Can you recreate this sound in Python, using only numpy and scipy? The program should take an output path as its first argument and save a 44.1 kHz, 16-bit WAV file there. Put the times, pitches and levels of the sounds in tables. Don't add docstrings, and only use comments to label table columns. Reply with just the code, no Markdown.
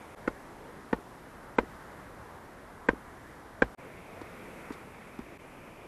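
import sys
import numpy as np
from scipy import signal
from scipy.fft import rfft, irfft
from scipy.io import wavfile
from scipy.ndimage import uniform_filter1d

SR = 44100
rng = np.random.default_rng(int(sys.argv[2]) if len(sys.argv) > 2 else 0)


def volts_from_db(level):
    exponent = np.asarray(level, float) / 20
    return 10 ** exponent


def unload_audio(sound):
    columns = np.transpose(np.atleast_2d(sound))
    steps = np.round(np.clip(columns, -1, 1) * 32767)
    wavfile.write(sys.argv[1], SR, steps.astype(np.int16))


N = 258864
EDGE_HZ = 12570


def add(track, s, sound):
    i = int(s * SR)
    track[i:i + len(sound)] += sound[:N - i]


def walk(rate_hz):
    hold = int(SR / rate_hz)
    levels = np.repeat(rng.standard_normal(N // hold + 1), hold)
    return 1.6 * uniform_filter1d(uniform_filter1d(levels, hold), hold)[:N]


def band(x, lo_hz, hi_hz):
    return signal.sosfilt(signal.butter(2, [lo_hz, hi_hz], "bandpass", fs=SR, output="sos"), x)


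def keep_band(x, inside):
    return irfft(rfft(x) * inside, N)


def burst(lo_hz, hi_hz, t60_s, rise_s):
    t = np.arange(SR // 2) / SR
    noise = band(rng.standard_normal(len(t)), lo_hz, hi_hz)
    return noise / noise.std() * (1 - np.exp(-t / rise_s)) * 1000 ** (-t / t60_s)


def ring(modes, contact_s):
    t = np.arange(SR // 4) / SR
    out = sum(volts_from_db(db) * np.sin(2 * np.pi * hz * t) * 1000 ** (-t / t60_s) for hz, db, t60_s in modes)
    push = np.sin(np.pi * np.clip(t[:512] / contact_s, 0, 1)) + 1e-9
    return np.convolve(out, push / push.sum())[:len(t)]


def swell(modes, return_s, first, t60_of):
    t = np.arange(SR // 4) / SR
    peak_s = return_s + .0011
    rise = np.clip(t / peak_s, 0, 1)
    grow = np.minimum(t / 0.0017, 1) * (first + (1 - first) * rise ** 1.47)
    early = np.minimum(t / .0014, 1) * (.65 + .35 * rise)
    after = np.maximum(t - peak_s, 0)
    out = 0
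    for k, (hz, db) in enumerate(modes):
        if hz < 1100:
            wave = grow * np.sin(2 * np.pi * hz * (t - return_s))
        else:
            wave = (-1) ** k * early * np.sin(2 * np.pi * hz * t)
        out = out + volts_from_db(db) * wave * 1000 ** (-after / t60_of(hz))
    return band(out, 132, 3800)


def valley(spectrum):
    hz = np.maximum(np.arange(N // 2 + 1) * SR / N, 1)
    points = np.array(spectrum)[:-1]
    noise = rfft(rng.standard_normal(N)) * volts_from_db(np.interp(np.log(hz), np.log(points[:, 0]), points[:, 1]))
    noise = noise / irfft(noise * (hz > 150) * (hz < 2500), N).std()
    step = 2 * np.log2(hz / 20)
    out = 0
    for k in range(20):
        share = np.clip(1 - np.abs(step - k), 0, 1)
        flicker_db = (1.2 if k < 14 else .4) * walk(7.7)
        out = out + irfft(noise * share, N) * volts_from_db(flicker_db)
    return out


# (frequency [Hz], level per Hz [dB])
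OPENING_COLOUR = [(18, -46), (30, -14), (98, -6), (300, -7.5), (600, -9), (1000, -11), (1750, -16.5),
                  (2300, -16.5), (2900, -27), (3500, -28), (4300, -35.5), (8000, -34), (12300, -36.5),
                  (16000, -63)]
CLOSE_COLOUR = [(15, -49), (25, -3), (55, -0.5), (110, -1.5), (220, -1.5), (580, -4), (1000, -4.5),
                (1500, -8), (2000, -12), (2500, -21), (3200, -24), (4500, -28), (12300, -30), (16000, -47)]
FAR_COLOUR = [(15, -29), (25, -2), (60, -4), (180, -1.5), (450, -2.5), (850, -6), (1700, -11.5),
              (2200, -9.5), (2550, -13.5), (2950, -22), (3500, -24), (4200, -29), (12300, -30.5),
              (16000, -44)]
LAST_COLOUR = [(15, -40), (25, -4), (150, -4.5), (401, -1), (592, -6), (851, -7.5), (920, -7), (1470, -11),
               (1800, -14), (2400, -10.5), (3830, -30), (12300, -31.5), (16000, -57), (22000, -120)]
# (time [s], level [dB])
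RIVER = [(0.0, -49), (0.69, -50), (1.6, -50.5), (1.7, -49), (2.71, -51), (3.6, -50.5), (4.63, -47.5),
         (4.92, -50), (5.87, -50.5)]
# (start [s], silence [s], fade-in [s])
PLACES = [
    (-.1, 0.0079, .01),
    (0.15, 0, 0.034),
    (3.749, 0.025, 0.016),
    (5.3757, 0, 0.027),
]


def river_valley():
    t = np.arange(N) / SR
    river = volts_from_db(np.interp(t, *np.transpose(RIVER)))
    out = np.zeros(N)
    ends = [place[0] for place in PLACES[1:]] + [N / SR]
    colours = (OPENING_COLOUR, CLOSE_COLOUR, FAR_COLOUR, LAST_COLOUR)
    for (start, silent, fade), end, colour in zip(PLACES, ends, colours):
        rise = np.clip((t - start - silent) / fade, 0, 1)
        gate = np.where(rise > 0, 0.12 + 0.95 * np.sin(np.pi / 2 * rise) ** 2, .012)
        gate = gate * (t >= start) * (t < end)
        out = out + gate * river * valley(colour)
    return out


# (start [s], length [s], chance of a glint per band and frame [0-1])
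RUSTLES = [
    (1.0, .28, .15),
    (1.68, .3, .2),
    (2.33, .22, .18),
    (3.24, .16, .2),
    (3.78, .12, .25),
    (4.1, .7, .35),
    (5.25, .14, .2),
]


def glint_chance(s):
    chance = .015
    for blow in BLOWS + FAR_BLOWS:
        chance = chance + .7 * (s >= blow[0]) * np.exp(-np.abs(s - blow[0]) / .06)
    return chance + sum(share * (s >= start) * (s < start + length) for start, length, share in RUSTLES)


GLINT_SHARE = np.array([.8, .9, 1, 1, .8, .7, .5, .2])


def treble_glints():
    frame_len = 1024
    out, t = np.zeros(N), np.arange(2 * frame_len) / SR
    window = np.sin(np.pi * np.arange(2 * frame_len) / (2 * frame_len))
    for frame, row in enumerate(rng.random((N // frame_len, 8, 4))):
        chance = glint_chance((frame + 1) * frame_len / SR)
        for k in np.nonzero(row[:, 0] < chance * GLINT_SHARE)[0]:
            hz = EDGE_HZ + 345 * (k + row[k, 1:3])
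            pair = np.sin(2 * np.pi * (hz[:, None] * t + row[k, 2:, None])).sum(axis=0)
            add(out, frame * frame_len / SR, volts_from_db(-84 - .4 * k) * window * pair)
    return out


def bird():
    length_s, pitch_hz = .013, 6700
    out, t = np.zeros(N), np.arange(int(length_s * SR)) / SR
    add(out, .017, volts_from_db(-60) * np.sin(np.pi * t / length_s) * np.sin(2 * np.pi * pitch_hz * t))
    return out


# (time [s], level [dB], low edge [Hz], t60 [s])
GRIT = [
    (4.214, -58, 3200, 0.054),
    (4.704, -66, 2900, .04),
    (4.7215, -51, 2880, .07),
    (4.734, -56, 2980, 0.049),
    (5.188, -64, 3000, 0.06),
    (.277, -58, 4200, .06),
]


def grit():
    out = np.zeros(N)
    for s, db, lo_hz, t60_s in GRIT:
        grain = volts_from_db(3.5 * np.repeat(rng.standard_normal(SR // 200 + 1), 100)[:SR // 2])
        hiss = burst(lo_hz, 4900, t60_s, 0.0013) + volts_from_db(-3.5) * burst(4300, 9000, t60_s, 0.0013)
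        add(out, s, volts_from_db(db) * grain * hiss)
    return out


# (time [s], peak [dB], pitch [Hz], upper ring [dB], thud [dB])
FAR_BLOWS = [
    (4.214, -35, 308, -2, -17),
    (4.7042, -29, 273, -6, -23),
    (5.189, -28.5, 242, -18, -15),
]


def far_blows():
    out, upper_hz = np.zeros(N), 952
    for s, db, low_hz, upper_db, thud_db in FAR_BLOWS:
        add(out, s, volts_from_db(db) * swell([(low_hz, 0), (1.52 * low_hz, -9)], 0.00323, 0.41, lambda hz: .03))
        upper = [(upper_hz, db + upper_db, .035), (1.14 * upper_hz, db + upper_db - 8, .025)]
        add(out, s, ring(upper, 0.00031))
        add(out, s, volts_from_db(db - 14) * burst(500, 1340, 0.044, 0.0014))
        add(out, s + 0.0153, ring([(59.7, db + thud_db, 0.23)], 0.0057))
    return out


# (time [s], peak [dB])
BOUNCES = [
    (0.3, -39),
    (0.984, -36),
    (1.6308, -31),
    (2.9308, -26.5),
    (3.659, -41),
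]


def bounces():
    out, low_hz = np.zeros(N), 270
    for s, db in BOUNCES:
        add(out, s, volts_from_db(db - 2) * swell([(low_hz, 0), (1.6 * low_hz, -5)], .0035, .4, lambda hz: .018))
        add(out, s, volts_from_db(db - 19) * burst(300, 1100, 0.05, 0.004))
    return out


# (time [s], peak [dB], strength at first contact [0-1], crack [dB], thud [dB])
BLOWS = [
    (0.2757, -10, 0.26, -35, -32.5),
    (0.9284, -9.5, 0, -35, -29),
    (1.5839, -4, 0.35, -32.5, -31),
    (2.8864, -5, 0.06, -31.5, -27.5),
    (3.62, -4, 0.6, -30.5, -27),
]
# (frequency [Hz], level [dB])
MODES_OF_BLOW = [
    [(230, 0), (325, 5.5), (410, -5), (510, 3), (680, -34), (850, -9), (1050, -6), (1290, -7), (1450, -1),
     (1850, -6), (2120, -8), (2550, -15)],
    [(240, 4), (340, -6.5), (455, 4), (700, -6.5), (900, -1), (1140, -11.5), (1300, -19), (1480, -10),
     (1830, -7.5), (2080, -21), (2300, -23), (2500, -21)],
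    [(240, -0.5), (340, -2), (460, 4), (660, -7), (860, -3.5), (1000, 0.5), (1300, -8), (1530, -3.5),
     (1750, -13), (2080, -6.5), (2400, -7), (3300, -26)],
    [(250, 1), (340, -2.5), (460, 4), (660, -13), (870, -5.5), (1000, 0), (1180, -12), (1570, 1.5),
     (1850, -4.5), (2150, -8.5), (2450, -12), (3150, -24)],
    [(260, -0.5), (350, -10), (490, 3), (800, -7), (1030, -8), (1180, -12.5), (1400, -6), (1590, 2),
     (1780, -8.5), (2000, -16), (2330, -10), (2500, -20)],
]
# (frequency [Hz], t60 [s])
DAMPING = [(240, 0.017), (480, 0.02), (1000, 0.027), (1600, 0.018), (2500, 0.0068)]


def close_blows():
    out, damping = np.zeros(N), np.transpose(DAMPING)
    thud_hz = 53
    for (s, db, first, crack_db, thud_db), modes in zip(BLOWS, MODES_OF_BLOW):
        knock = np.zeros(SR // 2)
        add(knock, 0, swell(modes, .00396, first, lambda hz: np.interp(hz, *damping)))
        knock = knock / np.abs(knock).max()
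        touch = ring([(390, -10.5, 0.014), (1100, -26.5, 0.0061)], 0.00018)
        add(knock, 0, band(touch, 112, 6500))
        add(knock, .0115, volts_from_db(-20) * band(knock, 630, 2400)[:SR // 4])
        add(knock, .0162, volts_from_db(-21.5) * band(knock, 100, 460)[:SR // 4])
        crack = volts_from_db(3) * burst(2140, 3500, 0.028, 0.0017) + volts_from_db(-8) * burst(5300, 8300, 0.025, 0.0003)
        knock = knock + volts_from_db(crack_db) * crack
        knock = knock + volts_from_db(-21) * burst(180, 690, 0.097, 0.008)
        knock = knock + volts_from_db(-33.5) * burst(610, 1660, 0.074, 0.0033)
        knock = knock + volts_from_db(-18) * burst(650, 1760, 0.037, 0.0016)
        knock = knock + volts_from_db(-33.5) * burst(170, 2360, 0.1, 0.019)
        thud = ring([(thud_hz, thud_db, .2), (2.07 * thud_hz, thud_db + 4.5, .07)], 0.0051)
        add(knock, .00785, thud)
        add(out, s, volts_from_db(db - 1.23) * knock)
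    return out


def scene():
    t = np.arange(N) / SR
    close = (close_blows() + bounces()) * (t < PLACES[2][0])
    return (river_valley() + bird() + grit() + far_blows() + close)[None]


def low_pass(x):
    return signal.sosfilt(signal.butter(12, 15630, fs=SR, output="sos"), x)


# (start [s], length [s])
DROPS = [
    (1.559, .030),
    (2.869, .032),
    (3.608, .029),
    (3.748, .03),
]


def record(dry):
    t, hz = np.arange(N) / SR, np.arange(N // 2 + 1) * SR / N
    presence = volts_from_db(np.interp(hz, [8800, 10400], [-.9, .8]) * (hz > 6000))
    out = keep_band(dry[0], presence * (hz < EDGE_HZ)) + treble_glints()
    treble = keep_band(out, hz > 8600)
    for start, length in DROPS:
        out = out - treble * np.clip(np.minimum(t - start, start + length - t) / 0.0015, 0, 1)
    hiss = keep_band(rng.standard_normal(N), (hz >= 8600) * (hz < 15500))
    start, silent, fade = PLACES[2]
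    out = out + volts_from_db(-80.5) * hiss * (1 - .9 * (t > start) * (t < start + silent))
    return low_pass(out[None])


dry = scene()
out = record(dry)
unload_audio(out)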